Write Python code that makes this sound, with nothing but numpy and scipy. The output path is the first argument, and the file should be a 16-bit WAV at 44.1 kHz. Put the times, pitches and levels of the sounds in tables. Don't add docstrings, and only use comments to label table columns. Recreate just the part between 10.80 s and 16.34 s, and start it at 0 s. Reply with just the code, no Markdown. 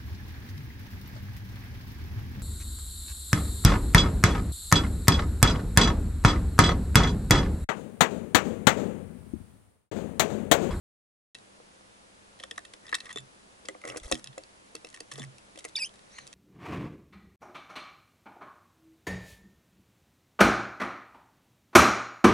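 import sys
import numpy as np
from scipy import signal
from scipy.fft import rfft, irfft, next_fast_len
from scipy.io import wavfile
from scipy.ndimage import uniform_filter1d

SR = 44100
rng = np.random.default_rng(int(sys.argv[2]) if len(sys.argv) > 2 else 0)


def magnitude_from_level(level_db):
    exponent = np.asarray(level_db, float) / 20
    return 10 ** exponent


def store_pcm(level_fs):
    pcm = np.round(np.clip(level_fs, -1, 1) * 32767).astype(np.int16)
    wavfile.write(sys.argv[1], SR, np.atleast_2d(pcm).T)


N = 244314

# frequency_hz, level_db (per Hz)
AIR_SUM = [(12, -36), (20, -5), (108, -3.5), (165, -8), (199, -3.5), (463, -6.5), (501, -3), (635, -7.5),
           (1170, -12), (11000, -19), (14300, -90), (22000, -120)]
# frequency_hz, level_db (per Hz)
AIR_DIFFERENCE = [(12, -46), (20, -18), (439, 0), (475, -1.5), (995, -1), (11000, -20.5), (14300, -55),
                  (22000, -120)]
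# peak_s, level_db, rise_s, fall_s
MOUNT_BUZZES = [
    (.59, -69.5, 0.026, 0.023),
    (2.405, -53, 0.044, 0.059),
    (3.10, -61, 0.023, 0.094),
    (3.35, -54.5, 0.032, .05),
    (3.506, -51.5, 0.042, 0.021),
    (4.35, -54.5, 0.021, 0.037),
    (4.435, -44.5, 0.061, 0.079),
    (5.435, -61.5, 0.02, 0.034),
]
# start_s, level_db, pitch_hz
MOUNT_JOLTS = [
    (3.226, -44, 45.4),
    (3.26, -36, 42),
    (3.335, -35.5, 50),
]
# time_s, pitch_hz, level_db
RASP_GLIDE = [
    (5.29, 1850, -74),
    (5.33, 1970, -58.5),
    (5.37, 2140, -52),
    (5.42, 2070, -56),
    (5.47, 2010, -72),
]
# time_s, pitch_hz, partial1_db, partial2_db, partial3_db, partial4_db
CHIRP_GLIDE = [(4.953, 3760, -48, -70, -62, -75), (4.957, 3607, -23, -53, -52, -75),
               (4.961, 3457, -33, -50, -43.5, -75), (4.964, 2694, -46, -29.5, -50, -58),
               (4.968, 2445, -42, -28.5, -50, -49), (4.973, 2340, -38, -40, -54, -52),
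               (4.981, 2270, -45, -31.5, -64, -53), (4.985, 2657, -47, -43, -65, -58),
               (4.992, 2954, -46, -40, -51, -75), (4.999, 2610, -41.5, -40, -50, -50),
               (5.018, 2530, -35, -46, -41, -52), (5.02, 2480, -39, -28.5, -64, -43.5),
               (5.034, 2375, -31, -36, -51, -42.5), (5.042, 2540, -47, -32, -50, -55),
               (5.046, 2650, -38, -34, -52, -51), (5.057, 3150, -44.5, -46, -44, -77),
               (5.07, 3140, -45.5, -51, -54, -75), (5.081, 2960, -55, -66, -75, -75)]
# start_s, low_tone_db, high_tone_db
BOWL_HITS = [
    (2.327, -47.5, -50),
    (2.359, -32.5, -46),
    (2.373, -43, -44),
    (2.385, -58, -43.5),
    (4.395, -42, -44),
]
# pitch_hz, time_to_fall_60_db_s
BOWL_TONES = [(3510, .12), (7260, 0.081)]
# start_s, end_s, plank_db, tray_db, rustle_db
SCRAPES = [
    (2.03, 2.335, -60, -62.5, -67),
    (3.033, 3.195, -56, -48.5, -60.5),
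    (3.225, 3.412, -67, -54.5, -56.5),
    (4.315, 4.451, -61, -59.5, -58),
]
# start_s, level_db, main_tone_hz
LANDINGS = [(0.801, -41, 478), (1.009, -48, 520), (1.604, -42.5, 530), (1.641, -37, 537),
            (1.715, -39.5, 455), (1.782, -37.5, 697), (1.939, -40, 506), (2.128, -33.5, 496),
            (2.36, -27, 434), (2.85, -39, 490), (2.888, -27.5, 534), (2.951, -33.5, 506),
            (3.05, -27.5, 550), (3.062, -32, 483), (3.075, -32.5, 497), (3.098, -33.5, 560),
            (3.141, -35, 580), (3.16, -27, 493), (3.314, -18, 550), (3.321, -16.5, 526),
            (3.578, -27.5, 533), (3.95, -32.5, 461), (4.045, -35.5, 478), (4.207, -35.5, 460),
            (4.32, -40.5, 479), (4.383, -32.5, 448), (4.399, -31, 245), (4.756, -43, 317),
            (4.775, -38, 557), (4.85, -30, 468)]
# start_s, level_db, pitch_hz
DEEP_TONES = [
    (2.361, -47, 303),
    (2.905, -44.5, 382),
    (3.315, -27, 315),
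    (3.322, -30.5, 238),
    (4.40, -45, 245),
]
# pitch_hz, width_hz, level_db
TRAY_TONES = [(315, 13.8, -4.5), (398, 21, -8.5), (625, 20, -7), (714, 23, -8.5), (1080, 150, -12)]
# start_s, plank_ring_db, tick_db, fizz_db, tick_pitch_hz, contact_ms
TAPS = [(0.5499, -45, -34.5, -44, 3980, 3.8), (1.5987, -41.5, -38, -48, 3270, 9.5),
        (1.6286, -62, -40, -59, 3380, 3.4), (1.6361, -32, -32, -41, 3270, 6),
        (1.7105, -33, -28.5, -37.5, 3420, 5.6), (1.7782, -26, -38.5, -35, 3600, 5.1),
        (1.8504, -43.5, -41, -45, 3560, 6.1), (1.9361, -45, -38.5, -43.5, 2920, 5.1),
        (2.0664, -46, -42.5, -57, 4930, 5.3), (2.0798, -43, -46, -61, 3560, 9.9),
        (2.092, -41.5, -41.5, -46, 3680, 8.2), (2.127, -17.5, -35.5, -48, 4000, 5.4),
        (2.1287, -22.5, -55, -53, 5250, 9.4), (2.1434, -22.5, -22, -34, 3730, 7.5),
        (2.151, -26, -21, -23, 3850, 3.6), (2.1613, -52, -60, -55, 3450, 6),
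        (2.1836, -41, -48, -58, 3770, 1.8), (2.1849, -49, -46, -58, 4360, 8),
        (2.2035, -41, -32, -42.5, 3980, 6), (2.2562, -43, -43, -45, 3550, 6),
        (2.2639, -41, -48, -63, 3510, 13.7), (2.2911, -38, -44, -50, 3420, 10.3),
        (2.3023, -35, -47, -56, 3100, 15.2), (2.31, -39, -39, -52, 3200, 5.8),
        (2.3158, -39, -46, -54, 3470, 4.5), (2.3279, -46, -39, -36.5, 5900, 2.8),
        (2.359, -44, -54, -40.5, 3510, 4.9), (2.3723, -33.5, -35, -39.5, 3520, 4.4),
        (2.3844, -42, -31, -35, 3650, 0.77), (2.4034, -59, -51, -47, 3510, 3.4),
        (2.8542, -59, -41, -47, 4730, 6.8), (2.8858, -28.5, -31, -29, 2970, 2.47),
        (2.893, -39, -55, -57, 3980, 6.6), (2.9462, -45, -60, -61, 2560, 1.1),
        (3.0161, -45, -63, -49, 2530, 2.5), (3.0381, -33.5, -60, -65, 2520, 1.4),
        (3.0524, -34, -40, -39.5, 6600, 2.6), (3.057, -50, -54, -65, 2580, 8.2),
        (3.075, -39, -40, -36.5, 3300, 8), (3.0865, -34, -46, -39, 2670, 6.6),
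        (3.0931, -40, -51, -41, 2580, 12), (3.1001, -47, -30.5, -54, 3070, 2.7),
        (3.115, -43, -53, -59, 6200, 2.2), (3.1238, -43, -54, -60, 4840, 0.94),
        (3.1612, -43, -39, -49, 2560, 4.1), (3.17, -45, -41, -31.5, 6660, 12.7),
        (3.199, -56, -45, -44, 3470, 3.2), (3.2319, -44.5, -48, -45, 3420, 12.4),
        (3.2431, -43.5, -48, -47, 5250, 12.4), (3.2562, -55, -47, -51, 3530, 7.8),
        (3.2638, -63, -47, -50, 3900, 8.8), (3.286, -65, -51, -49, 4840, 10),
        (3.298, -65, -45, -54, 4500, 3.8), (3.3146, -38, -21.5, -22.5, 6060, 4.3),
        (3.323, -25.5, -17, -25, 3550, 4.7), (3.3282, -44, -52, -44, 2580, 8.5),
        (3.337, -56, -51, -46, 2710, 5.1), (3.3442, -40, -36, -33.5, 3790, 2.4),
        (3.353, -42, -30.5, -40, 3000, 2.9), (3.3752, -53, -50, -46, 3340, 3.9),
        (3.4428, -46, -35, -29.5, 5000, 0.75), (3.4599, -48, -44, -62, 2670, 2.8),
        (3.4728, -47, -34, -41, 3900, 1.7), (3.5286, -54, -52, -69, 3380, 6.2),
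        (3.5802, -41, -36, -38.5, 7000, 1.94), (3.6366, -58, -40, -49, 4640, 0.91),
        (3.9522, -39, -32.5, -33, 4540, 3.34), (3.965, -49, -42, -62, 3490, 1.5),
        (4.047, -44.5, -35, -39.5, 2670, 2.7), (4.0689, -49, -46, -48, 2720, 5.2),
        (4.088, -69, -48, -48, 4440, 2.7), (4.1017, -67, -54, -44, 6450, 2.3),
        (4.1421, -40, -43.5, -42, 3050, 11.7), (4.1732, -43, -58, -52, 2690, 4.7),
        (4.2038, -43, -35.5, -35.5, 4630, 4.5), (4.3148, -34.5, -38.5, -38.5, 3000, 12),
        (4.323, -48, -35, -54, 3170, 2.2), (4.331, -51, -55, -45, 4130, 2.4),
        (4.3366, -54, -49, -38, 4070, 3), (4.3467, -58, -51, -57, 5670, 1.3),
        (4.3568, -45, -38, -59, 3100, 2.0), (4.378, -45, -46, -44, 5190, 7.5),
        (4.386, -47, -45, -51, 4740, 6.3), (4.395, -42, -43, -39.5, 3600, 5.4),
        (4.4053, -48, -49, -55, 3510, 8), (4.4185, -39, -38, -49, 3170, 5),
        (4.4295, -40, -41, -42, 2970, 2.2), (4.437, -36, -58, -43, 5960, 6.6),
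        (4.448, -62, -47, -48, 4800, 1.9), (4.5831, -68, -47.5, -44, 2700, 1.5),
        (4.7575, -57, -45, -53, 2670, 4.8), (4.775, -56, -45, -45, 3280, 5),
        (4.788, -52, -40, -39, 3590, 11), (4.842, -42, -39, -43, 6840, 6.4),
        (4.8493, -37, -37, -33.5, 2600, 7.1), (4.8563, -39, -54, -63, 2710, 7.2),
        (4.8873, -64, -54, -43.5, 3770, 2.6), (5.0921, -60, -46.5, -55, 3280, 2),
        (5.384, -35, -40.5, -46, 2940, 10.3), (5.4684, -66, -42, -41, 3780, 1.56),
        (5.4754, -67, -41.5, -39.5, 4670, 2.4), (5.5284, -52, -42, -40.5, 3640, 2.5)]
# start_s, level_db
SHUFFLES = [(0.5464, -33), (0.5856, -36), (1.5904, -37), (1.7594, -38), (1.7904, -32), (2.1164, -32),
            (2.2454, -37), (3.3947, -33), (4.128, -36), (4.1624, -32.5), (4.8064, -35), (4.8814, -35),
            (4.8944, -37), (5.1397, -37.5), (5.1567, -36), (5.1916, -38), (5.5364, -37)]
# start_s, end_s
AT_BOWL = [
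    (2.8, 3.25),
    (3.55, 4.1),
    (4.7, 4.9),
]
# pitch_hz, width_hz, level_db
PLANK_TONES = [(1850, 260, 13.5), (1986, 67, -14), (1143, 310, 7), (1487, 155, 1.5)]
# pitch_hz, width_hz, level_db
EDGE_TONES = [(2670, 43, 1), (3360, 310, -5), (3900, 470, -6.5), (5250, 140, -4)]
# pitch_hz, width_hz, level_db
FIZZ_TONES = [(6330, 1170, 3), (7770, 770, 2), (9180, 730, 0), (10330, 1400, -6)]
# frequency_hz, phase_radians
LEFT_LEAD = [(100, 0.4), (260, 1.35), (550, 1.42), (1100, 2.12), (1900, 1.13), (4200, 0.71), (9000, 0.9)]


def evened(x):
    return x / np.sqrt(np.mean(x ** 2) + 1e-20)


def peaked(x, db):
    crest = 2 * uniform_filter1d((x ** 2).mean(0), size=44).max()
    return magnitude_from_level(db) * x / np.sqrt(crest + 1e-20)


def read(points, hz):
    f, value = np.transpose(points)
    return np.interp(np.log(hz + 1), np.log(f + 1), value)


def add(mix, start_s, sound):
    part = mix[:, round(start_s * SR):][:, :sound.shape[1]]
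    part += sound[:, :part.shape[1]]


def resonate(x, hz, width_hz):
    r = np.exp(-np.pi * width_hz / SR)
    pole = r * np.exp(2j * np.pi * hz / SR)
    return 2 * signal.lfilter([1 - r], [1, -pole], x).real


def steep(x, hz, width_hz):
    return resonate(resonate(x, hz, width_hz), hz, width_hz)


def gliding(x, hz, width_hz):
    turn = np.exp(2j * np.pi * np.cumsum(hz) / SR)
    r = np.exp(-np.pi * width_hz / SR)
    return 2 * (turn * signal.lfilter([(1 - r) ** 2], [1, -2 * r, r * r], x / turn)).real


def body(x, tones):
    return sum(magnitude_from_level(db) * resonate(x, hz, width_hz) for hz, width_hz, db in tones)


def plank(force, shift=1):
    return sum(magnitude_from_level(db) * steep(force, hz * shift, width_hz) for hz, width_hz, db in PLANK_TONES)


def pair(noise, alike):
    alike = np.clip(alike, 0, 1)
    return np.array([noise[0], alike * noise[0] + np.sqrt(1 - alike ** 2) * noise[1]])


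def contact(noise, contact_ms, alike):
    t_ms = np.arange(noise.shape[-1]) / SR * 1000
    rise = np.minimum(t_ms / (.3 * contact_ms), 1)
    push = np.exp(-(t_ms / (.75 * contact_ms)) ** 2)
    chatter = .09 * np.exp(-t_ms / 5)
    return pair(noise, alike) * rise * (push + chatter)


def air():
    frames, hz = N // 256 + 5, np.fft.rfftfreq(1024, 1 / SR)
    a, b, c, d, patches = rng.standard_normal((frames, 513, 5)).T
    patches = evened(uniform_filter1d(uniform_filter1d(patches, size=10, axis=0), size=10, axis=1))
    shared = (a + 1j * b) * magnitude_from_level(read(AIR_SUM, hz))[:, None]
    differing = (c + 1j * d) * magnitude_from_level(read(AIR_DIFFERENCE, hz))[:, None]
    spectra = np.array([shared, differing]) * magnitude_from_level(0.27 * patches)
    mid, side = signal.istft(spectra, nperseg=1024, noverlap=768)[1][:, :N]
    mid, side = magnitude_from_level(-60) * evened(mid), magnitude_from_level(-58.5) * evened(side)

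    hum_hz, hum_db = 200.5, -71.5
    pitch_waver, level_waver = evened(uniform_filter1d(rng.standard_normal((2, N)), size=5000))
    turns = 2 * np.pi * np.cumsum(hum_hz + 2.17 * pitch_waver) / SR
    hum_level = np.sqrt(2) * magnitude_from_level(hum_db + 1.5 * level_waver)
    hum = hum_level * np.sin(turns + np.array([[.2], [-.2]]))
    return np.array([mid + side, mid - side]) + hum


def shakes():
    t = np.arange(N) / SR
    wobble = evened(uniform_filter1d(rng.standard_normal(N), size=900))
    turns = 2 * np.pi * np.cumsum(136 * (1 + .07 * wobble)) / SR
    swell = 0
    for peak_s, db, rise_s, fall_s in MOUNT_BUZZES:
        spread_s = np.where(t < peak_s, rise_s, fall_s)
        swell = swell + magnitude_from_level(db) * np.exp(-((t - peak_s) / spread_s) ** 2)
    swell *= magnitude_from_level(2.5 * np.roll(wobble, SR))
    out = np.sqrt(2) * swell * np.sin(turns + np.array([[-.4], [.4]])) * magnitude_from_level([[-1.2], [1.2]])
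    for start_s, db, hz in MOUNT_JOLTS:
        cycle = t[:4000] * hz
        fade = np.sin(np.pi * np.minimum(cycle / 1.04, 1))
        jolt = -magnitude_from_level(db) * np.sin(2 * np.pi * cycle) * fade
        add(out, start_s - .5 / hz, np.tile(jolt, (2, 1)))
    return out


def rasp():
    time_s, hz, db = np.transpose(RASP_GLIDE)
    t = np.arange(time_s[0], time_s[-1], 1 / SR)
    noise = rng.standard_normal((6, SR // 4))
    throb = evened(uniform_filter1d(noise[2:], size=300))[:, :len(t)]
    breath = pair(noise, 0.83)[:, :len(t)]
    pitch = np.interp(t, time_s, hz) * (1 + 0.022 * throb[3])
    voice = 0
    for k, (partial_db, width_hz) in enumerate([(-2.2, 770), (0.72, 390), (-0.47, 680)]):
        voice = voice + magnitude_from_level(partial_db + 1.8 * throb[k]) * gliding(breath, (k + 1) * pitch, width_hz)
    out = np.zeros((2, N))
    add(out, time_s[0], evened(voice) * magnitude_from_level(np.interp(t, time_s, db)))
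    return out


def chirp():
    time_s, hz, *levels_db = np.transpose(CHIRP_GLIDE)
    t = np.arange(time_s[0], time_s[-1], 1 / SR)
    noise = rng.standard_normal((5, SR // 4))
    flutter = [evened(uniform_filter1d(row, size=90))[:len(t)] for row in noise]
    pitch = uniform_filter1d(np.interp(t, time_s, hz), size=30) * (1 + 0.0075 * flutter[4])
    turns = 2 * np.pi * np.cumsum(pitch) / SR
    voice = 0
    for k, db in enumerate(levels_db):
        voice = voice + magnitude_from_level(np.interp(t, time_s, db) + 1.54 * flutter[k]) * np.sin((k + 1) * turns)
    breaking = magnitude_from_level(-51) * np.exp(-((t - 4.99) / .0065) ** 4)
    for k in (1, 2, 4, 5):
        third = np.sin(k * turns / 3 + k * k)
        voice += breaking * min(k, 2) * third * (1 + .4 * flutter[k % 4])
    out = np.zeros((2, N))
    add(out, time_s[0], np.sqrt(2) * voice * magnitude_from_level([[-.6], [.6]]))
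    return out


def bowl():
    out, t = np.zeros((2, N)), np.arange(8000) / SR
    for start_s, *levels_db in BOWL_HITS:
        for db, (hz, t60_s) in zip(levels_db, BOWL_TONES):
            tone = magnitude_from_level(db - 60 * t / t60_s) * np.sin(2 * np.pi * hz * t)
            add(out, start_s, np.tile(tone, (2, 1)))
    return out


def scrapes():
    out = np.zeros((2, N))
    for (start_s, end_s, *levels_db), noise in zip(SCRAPES, rng.standard_normal((8, 3, SR // 2))):
        size = round((end_s - start_s) * SR)
        unevenness = evened(uniform_filter1d(noise[2], size=120))
        slips = pair(noise[:2], 0.68) * magnitude_from_level(4.2 * unevenness)
        tray = 2 * steep(slips, 524, 440) + steep(slips, 1040, 1150)
        rustle = body(slips, EDGE_TONES + FIZZ_TONES)
        parts = plank(slips), tray, rustle
        scrape = sum(magnitude_from_level(db) * evened(part) for db, part in zip(levels_db, parts))
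        add(out, start_s, scrape[:, :size] * signal.windows.tukey(size, .15))
    return out


def knocks():
    out = np.zeros((2, N))
    blunt = np.pad(np.hanning(24), (0, 5976))
    for (start_s, db, hz), noise in zip(LANDINGS, rng.standard_normal((50, 2, 6000))):
        push = blunt + 0.83 * contact(noise, 2.3, 0.85)
        add(out, start_s, peaked(resonate(push, hz, 39.6) + body(push, TRAY_TONES), db))
    for start_s, db, hz in DEEP_TONES:
        deep = resonate(blunt, hz, 0.048 * hz) * magnitude_from_level([[-3.], [3.]])
        add(out, start_s, peaked(deep, db))
    return out


def taps():
    light = [(start_s, db - 18, db - 14, db - 15, 3700, 3) for start_s, db in SHUFFLES]
    out = np.zeros((2, N))
    for tap, noise in zip(TAPS + light, rng.standard_normal((200, 3, 2, 1400))):
        start_s, ring_db, tick_db, fizz_db, tick_hz, contact_ms = tap
        force = contact(noise[0], max(contact_ms - 1.5, .5), 0.9)
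        if any(a < start_s < b for a, b in AT_BOWL):
            ring = plank(force, 1.1) + magnitude_from_level(-13) * resonate(force, 1560, 490)
        else:
            ring = plank(force)
        force = contact(noise[1], contact_ms, 0.86)
        tick = steep(force, tick_hz, 740) + body(force, EDGE_TONES)
        fizz = body(contact(noise[2], 1.2 * contact_ms, 0.84), FIZZ_TONES)
        sound = peaked(ring, ring_db) + peaked(tick, tick_db) + peaked(fizz, fizz_db)
        add(out, start_s - .00015 * contact_ms, sound)
    return out


def surroundings(x):
    t = np.arange(4400) / SR
    tail = rng.standard_normal((2, 4400)) * magnitude_from_level(-60 * t / 0.079) * (t > .002)
    return signal.fftconvolve(x.mean(0)[None], tail / np.linalg.norm(tail[0]), axes=1)[:, :N]


def ports(x):
    size = next_fast_len(N + 2048)
    half = np.exp(.5j * read(LEFT_LEAD, np.fft.rfftfreq(size, 1 / SR)))
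    return irfft(rfft(x, size) * np.array([half, half.conj()]), size)[:, :N]


def scene():
    high_pass = signal.butter(2, 800, "high", fs=SR, output="sos")
    thump_band = signal.butter(2, [190, 1300], "band", fs=SR, output="sos")
    light = signal.sosfilt(high_pass, taps())
    heavy = signal.sosfilt(thump_band, knocks())
    near = light + scrapes() + bowl() + chirp() + rasp()
    echoes = magnitude_from_level(-13) * surroundings(near)
    return ports(near + heavy) + echoes + shakes() + air()


def low_pass(x):
    return signal.sosfilt(signal.butter(12, 12270, fs=SR, output="sos"), x)


def record(dry):
    edge_hz, start_s = 11150, .5468
    sharp = signal.firwin(255, edge_hz, window=("kaiser", 7), fs=SR)
    soft = np.pad(signal.firwin(41, edge_hz + 400, window=("kaiser", 5), fs=SR), 107)
    leak = magnitude_from_level(-20)
    limited = signal.oaconvolve(dry, ((1 - leak) * sharp + leak * soft)[None], "same")
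    started = np.arange(N) > start_s * SR
    return low_pass(limited * started)


dry = scene()
out = record(dry)
store_pcm(out)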